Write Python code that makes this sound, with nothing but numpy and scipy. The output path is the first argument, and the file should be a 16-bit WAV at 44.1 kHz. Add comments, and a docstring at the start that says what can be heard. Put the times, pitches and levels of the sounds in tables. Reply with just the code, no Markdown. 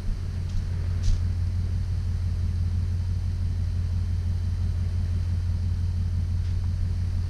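"""A limping engine boom fills a repair shop: a V6 idles with one dead cylinder, its uneven firings
ringing standing waves in exhaust and hall over a bed of exhaust gas noise. Belts and intake hiss and
valves tick behind it as shaped noise; a computer whines as thin trembling tones. Someone wearing the
microphone walks to a tool chest and stays: steps are low rocking thumps, clothes swishing noise,
knocks short noise bursts."""
import sys
import numpy as np
from scipy import signal
from scipy.fft import rfft, irfft, next_fast_len
from scipy.io import wavfile

SR = 44100
rng = np.random.default_rng(int(sys.argv[2]) if len(sys.argv) > 2 else 0)


def materialize(psi):
    """Save the field psi as 16-bit PCM at rate SR to the path in sys.argv[1].

    A 1-D psi becomes a single channel; in a 2-D psi each row is a channel.
    """
    bounded = np.clip(np.atleast_2d(psi).T, -1, 1)
    quanta = np.round(bounded * 32767).astype(np.int16)
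    wavfile.write(sys.argv[1], SR, quanta)


N = 321489
TIME = np.arange(N) / SR  # s
FREQ = np.maximum(np.arange(N // 2 + 1) * SR / N, .01)  # Hz, kept above zero for the logarithms

# Each entry: mean strength of one cylinder's exhaust pulse, in firing order (0 = no combustion).
CYLINDERS = [0, .575, .439, 1.433, .54, 1.39]
SWISH_FALL = 1.52  # fall of a cloth movement, times its rise


def undb(db):
    """Decibels to gain."""
    return 10 ** (np.asarray(db) / 20)


def curve(rows):
    """Join (s, value) rows by straight lines."""
    return np.interp(TIME, *np.transpose(rows))


def colour(points):
    """Gain at every frequency from (Hz, dB) points, straight over log frequency."""
    hz, db = np.transpose(points)
    return undb(np.interp(np.log(FREQ), np.log(hz), db, left=-120, right=-120))


def resonance(hz, width, freq=FREQ):
    """Complex response of one damped mode, gain 1 at its centre."""
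    return 1 / (1 + 1j * (freq ** 2 - hz ** 2) / (freq * width))


def noise(response):
    """Noise of rms 1 with the given frequency response."""
    x = irfft(rfft(rng.standard_normal(N)) * response, N)
    return x / x.std()


def wander(rate):
    """Smooth random drift of spread 1, changing about rate times a second."""
    return noise(np.exp(-(FREQ / rate) ** 2))


def swell(at, length):
    """A bell-shaped rise and fall."""
    return np.exp(-((TIME - at) / length) ** 2)


def stroke(at, rise, fall):
    """A bell-shaped rise to a peak, then a fall of its own length."""
    return np.where(TIME < at, swell(at, rise), swell(at, fall))


def idle_rpm():
    """Crankshaft speed: steady, but for a spell of hunting up and down and one slow sag."""
    steady_rpm = 708.23
    hunt_rpm, period_s, crest_s = 8.2, 1.325, 1.772
    swing = np.cos(2 * np.pi * (TIME - crest_s) / period_s)
    hunt = hunt_rpm * swell(2.267, 1.136) * swing
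    sag = 5.4 * swell(5.27, .95)
    return steady_rpm + hunt - sag


def run_in(cycles):
    """Extend the cycle count back before the start at steady speed, so the hall already rings."""
    run_in_s = 1  # at least; padded to a fast transform length
    lead = next_fast_len(N + int(run_in_s * SR)) - N
    before = np.arange(-lead, 0) * (cycles[1] - cycles[0])
    return np.concatenate([before, cycles])


def firings(cycles, scatter, slip_s):
    """One pulse per cylinder and engine cycle; no two burns are quite alike in strength or timing."""
    first_misfire_cycles, bank_lead_cycles = .719, .021
    k = np.arange(6 * int(cycles[0] - 2), 6 * int(cycles[-1] + 2))
    chance = rng.standard_normal((len(k), 2))
    # every second pulse comes early, from the bank with the shorter way out
    due = first_misfire_cycles + k / len(CYLINDERS) - bank_lead_cycles * (k % 2)
    slip = (slip_s * SR * chance[:, 0]).astype(int)
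    at = np.searchsorted(cycles, due) + slip
    size = np.array(CYLINDERS)[k % len(CYLINDERS)] + scatter * chance[:, 1]
    heard = (due > cycles[0]) & (due < cycles[-1])
    place = np.clip(at[heard], 0, len(cycles) - 1)
    return np.bincount(place, size[heard], len(cycles))


def exhaust(pulses, away, boom_db, muffler_hz, gas_db, gas_away_db, sway_db):
    """Pulses ring standing waves; walking through their nodes shifts the drone, swaying nudges it."""
    # Standing waves of exhaust and hall. Each row: centre in Hz, width in Hz, relative level at the chest
    # in dB, polarity there, level change halfway in dB, level change on the open floor in dB.
    modes = [(24.0, 3.0, -1.3, -1, 2, 1), (30.1, 5.2, -9.6, 1, 2, 2), (42.0, 3.4, -1.2, -1, -1, -4),
             (49.3, 4.6, 0.7, 1, -2, -5), (64.0, 3.0, -0.3, 1, -4, -13), (71.6, 3.0, -19.3, -1, -3, -4),
             (79.3, 3.0, -8.8, 1, 2, 1), (87.5, 3.0, -0.6, 1, -1, -10), (102.1, 4.0, -4.1, -1, -9, -8),
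             (107.1, 4.3, -20.2, -1, -2, 2), (126.1, 3.4, -10.7, 1, 1, -6), (134.9, 18.7, -13.9, -1, 5, -3),
             (152.5, 3.0, -13.3, 1, 7, 1), (165.3, 3, -19, -1, 0, -5), (169.6, 3.9, -17.7, 1, 2, -5),
             (187.4, 3.0, -13.0, -1, -3, -7), (200.3, 10.5, -23.2, 1, -2, -3),
             (203.8, 3.0, -8.7, -1, -3, -7), (220.9, 3.4, -27.6, -1, 0, 0), (234.6, 3.4, -29.5, 1, -1, -1),
             (247.5, 3, -33, 1, 0, -3), (264.6, 4.8, -26.5, -1, 0, -4)]
    # Colour of turbulent exhaust gas. Each row: frequency in Hz, relative density in dB per Hz.
    gas_colour = [(10, -4), (22, 1), (45, 0), (70, -3), (106, -6), (125, -9.5), (170, -9), (208, -4.5),
                  (226, -7.5), (245, -17), (330, -28)]
    freq = np.maximum(np.arange(len(pulses) // 2 + 1) * SR / len(pulses), FREQ[0])
    muffled = rfft(pulses) / (1 + (freq / muffler_hz) ** 10)
    boom = 0
    for hz, width, db, polarity, halfway_db, floor_db in modes:
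        place_db = np.interp(away, [0, .5, 1], [0, halfway_db, floor_db])
        # swaying on the spot moves the short waves most
        place_db = place_db + sway_db * hz / muffler_hz * wander(1)
        ringing = irfft(muffled * resonance(hz, width, freq), len(pulses))[-N:]
        boom = boom + np.sign(polarity) * undb(db + place_db) * ringing
    gas = undb(gas_db + away * gas_away_db) * noise(colour(gas_colour))
    return undb(boom_db) * boom + gas


def engine_bay(cycles, throb, tick_db, flutter_db):
    """Fan, belt and intake noise throbs with the strokes, valves tick faintly, narrow bands hum."""
    # Colour of fan, belts and intake. Each row: frequency in Hz, relative density in dB per Hz.
    rush_colour = [(160, -29), (270, -0.5), (285, -7), (376, -2), (447, -4.5), (482, -7), (936, -11.5),
                   (1010, -12), (1740, -12), (2860, -18), (3080, -16), (3500, -28), (4550, -66),
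                   (7700, -120)]
    # Colour of the higher hiss. Each row: frequency in Hz, relative density in dB per Hz.
    hiss_colour = [(2060, -58), (3500, -3.5), (3810, -1.5), (4080, 3.5), (4600, 4.5), (5390, -0.5),
                   (6130, 0), (7140, -11), (8410, -6.5), (9790, -8), (11700, -15.5), (13700, -19),
                   (15000, -27)]
    # Hums of pulleys and panels. Each row: centre in Hz, width in Hz of the mode (applied twice),
    # rms level in dB.
    hum_bands = [(373.5, 6, -66), (415, 8, -68), (620, 24, -71.5), (948, 22, -70.5), (1790, 50, -73)]
    strokes = len(CYLINDERS) * cycles
    pulsing = 1 + throb * np.cos(2 * np.pi * strokes)
    flutter = flutter_db * wander(1.5)
    rush = undb(-52.5 + flutter) * noise(colour(rush_colour))
    hiss = undb(-57.5 + flutter / 2) * noise(colour(hiss_colour))
    # two ticks per stroke, each of its own strength, fading until the next
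    valve = (2 * strokes).astype(int)
    valve_scatter_db = 2.8
    strength = undb(tick_db + valve_scatter_db * rng.standard_normal(valve[-1] + 1))
    ticks = strength[valve] * np.exp(-(2 * strokes % 1) / 0.44)
    hums = sum(undb(db) * noise(resonance(hz, width) ** 2) for hz, width, db in hum_bands)
    return pulsing * (rush + hiss) + ticks * noise(resonance(4700, 1700) ** 2) + hums


def computer(drift_hz):
    """Thin sine tones with trembling pitch, coming up near the chest and fading late."""
    # The whine. Each row: mean pitch in Hz, rms level in dB before the carry below.
    whine = [(3095, -71.5), (4016, -76)]
    # How well it carries as the wearer turns. Each row: time in seconds, gain in dB.
    carry = [(0, -4), (1.2, -4.5), (4.3, 2), (6, 2.5), (7.29, -7)]
    tones = 0
    for hz, db in whine:
        turns = np.cumsum(hz + drift_hz * wander(25.0)) / SR
        tones = tones + undb(db) * np.sin(2 * np.pi * turns)
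    return np.sqrt(2) * undb(curve(carry)) * tones


def jolts():
    """Steps and body movements rock the worn microphone on its mount at one low pitch."""
    # Each row: peak in seconds, peak level in dB, settling time in seconds.
    movements = [(.1, -18.5, .03), (.567, -19.5, .025), (.684, -23, .02), (1.091, -13.5, .055),
                 (6.58, -25.5, .04), (6.815, -26, .04), (7.155, -28, .04)]
    rock_hz, rise_s = 28.5, .02
    thumps = 0
    for at, db, fall in movements:
        rocking = np.cos(2 * np.pi * rock_hz * (TIME - at))
        thumps = thumps + undb(db) * stroke(at, rise_s, fall) * rocking
    return thumps


def clothes(grain_db, focus_db, rustle_focus_db, hall_db, hall_s):
    """Cloth catches on its weave: a broad rustle while walking, and swishes that linger in the hall."""
    # Swishes of trousers and sleeve. Each row: peak in seconds, rise in seconds, level in dB before
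    # hall and grain, centre in Hz.
    swish_rows = [(.355, .025, -57, 1380), (.497, .007, -49, 4230), (.573, .007, -54, 7500),
                  (.725, .017, -60, 1600), (.85, .025, -58, 1500), (1.05, .019, -44.5, 6300),
                  (1.082, .024, -45, 5400), (1.685, .033, -52.5, 880), (6.47, .032, -53, 2900)]
    # Colour of rubbing cloth. Each row: frequency in Hz, relative density in dB per Hz.
    cloth = colour([(250, 32.5), (900, -1.5), (1600, 3.5), (3000, -1), (4400, 0.5), (6100, 1),
                    (7500, -10.5), (9500, -14.5), (15000, -31)])
    # The jacket's rustle: peak in seconds, rise in seconds, level in dB before grain, centre in Hz.
    jacket = (.88, .3, -52.5, 1200)

    def rub(hz, focus):
        """Cloth noise focused round one pitch, in dB per squared octave."""
        return noise(cloth * undb(-focus * np.log2(FREQ / hz) ** 2))

    swishes = 0
    for at, rise, db, hz in swish_rows:
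        direct = stroke(at, rise, SWISH_FALL * rise)
        hall = undb(hall_db) * stroke(at, rise, hall_s)
        swishes = swishes + undb(db) * np.hypot(direct, hall) * rub(hz, focus_db)
    at, rise, db, hz = jacket
    rustle = undb(db) * stroke(at, rise, SWISH_FALL * rise) * rub(hz, rustle_focus_db)
    grain = undb(grain_db * wander(240))
    return (swishes + rustle) * grain


def taps():
    """Short, dead knocks: noise bursts through a mode, starting at once and dying exponentially."""
    # A thin tick while walking, then knocks of hand and mouse on the chest. Each row: start in seconds,
    # centre in Hz, width in Hz of the mode (applied twice), decay in seconds, starting rms level in dB.
    knocks = [(.568, 14300, 1500, .007, -60), (5.066, 2400, 2000, .004, -64), (6.638, 970, 380, .013, -48)]
    total = 0
    for at, hz, width, decay, db in knocks:
        fade = (TIME >= at) * np.exp(-abs(TIME - at) / decay)
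        total = total + undb(db) * fade * noise(resonance(hz, width) ** 2)
    return total


def scene():
    """The engine, the computer and the wearer's movements at one microphone."""
    # The walk. Each row: time in seconds, distance (1 = out on the open floor, 0 = at the chest).
    walk = [(0, 1), (.35, 0.65), (.62, 0.64), (1.1, 0), (7.29, 0.1)]
    cycles = np.cumsum(idle_rpm()) / (2 * 60 * SR)  # one engine cycle is two crank turns
    pulses = firings(run_in(cycles), scatter=.02, slip_s=.00008)
    boom = exhaust(pulses, curve(walk), boom_db=36.4, muffler_hz=261,
                   gas_db=-41.0, gas_away_db=2.0, sway_db=.8)
    bay = engine_bay(cycles, throb=0.022, tick_db=-61.0, flutter_db=0.5)
    cloth = clothes(grain_db=2.0, focus_db=4.0, rustle_focus_db=5.0, hall_db=-7.0, hall_s=0.11)
    return (boom + bay + computer(drift_hz=8.2) + jolts() + cloth + taps())[None]


def record(dry):
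    """The microphone's steep low-pass cuts the top."""
    top_hz = 15200
    sos = signal.ellip(8, .2, 70, top_hz, fs=SR, output="sos")
    start = dry[:, :1]  # filtered relative to the first sample, so the filter starts without a click
    return signal.sosfilt(sos, dry - start) + start


dry = scene()
out = record(dry)
materialize(out)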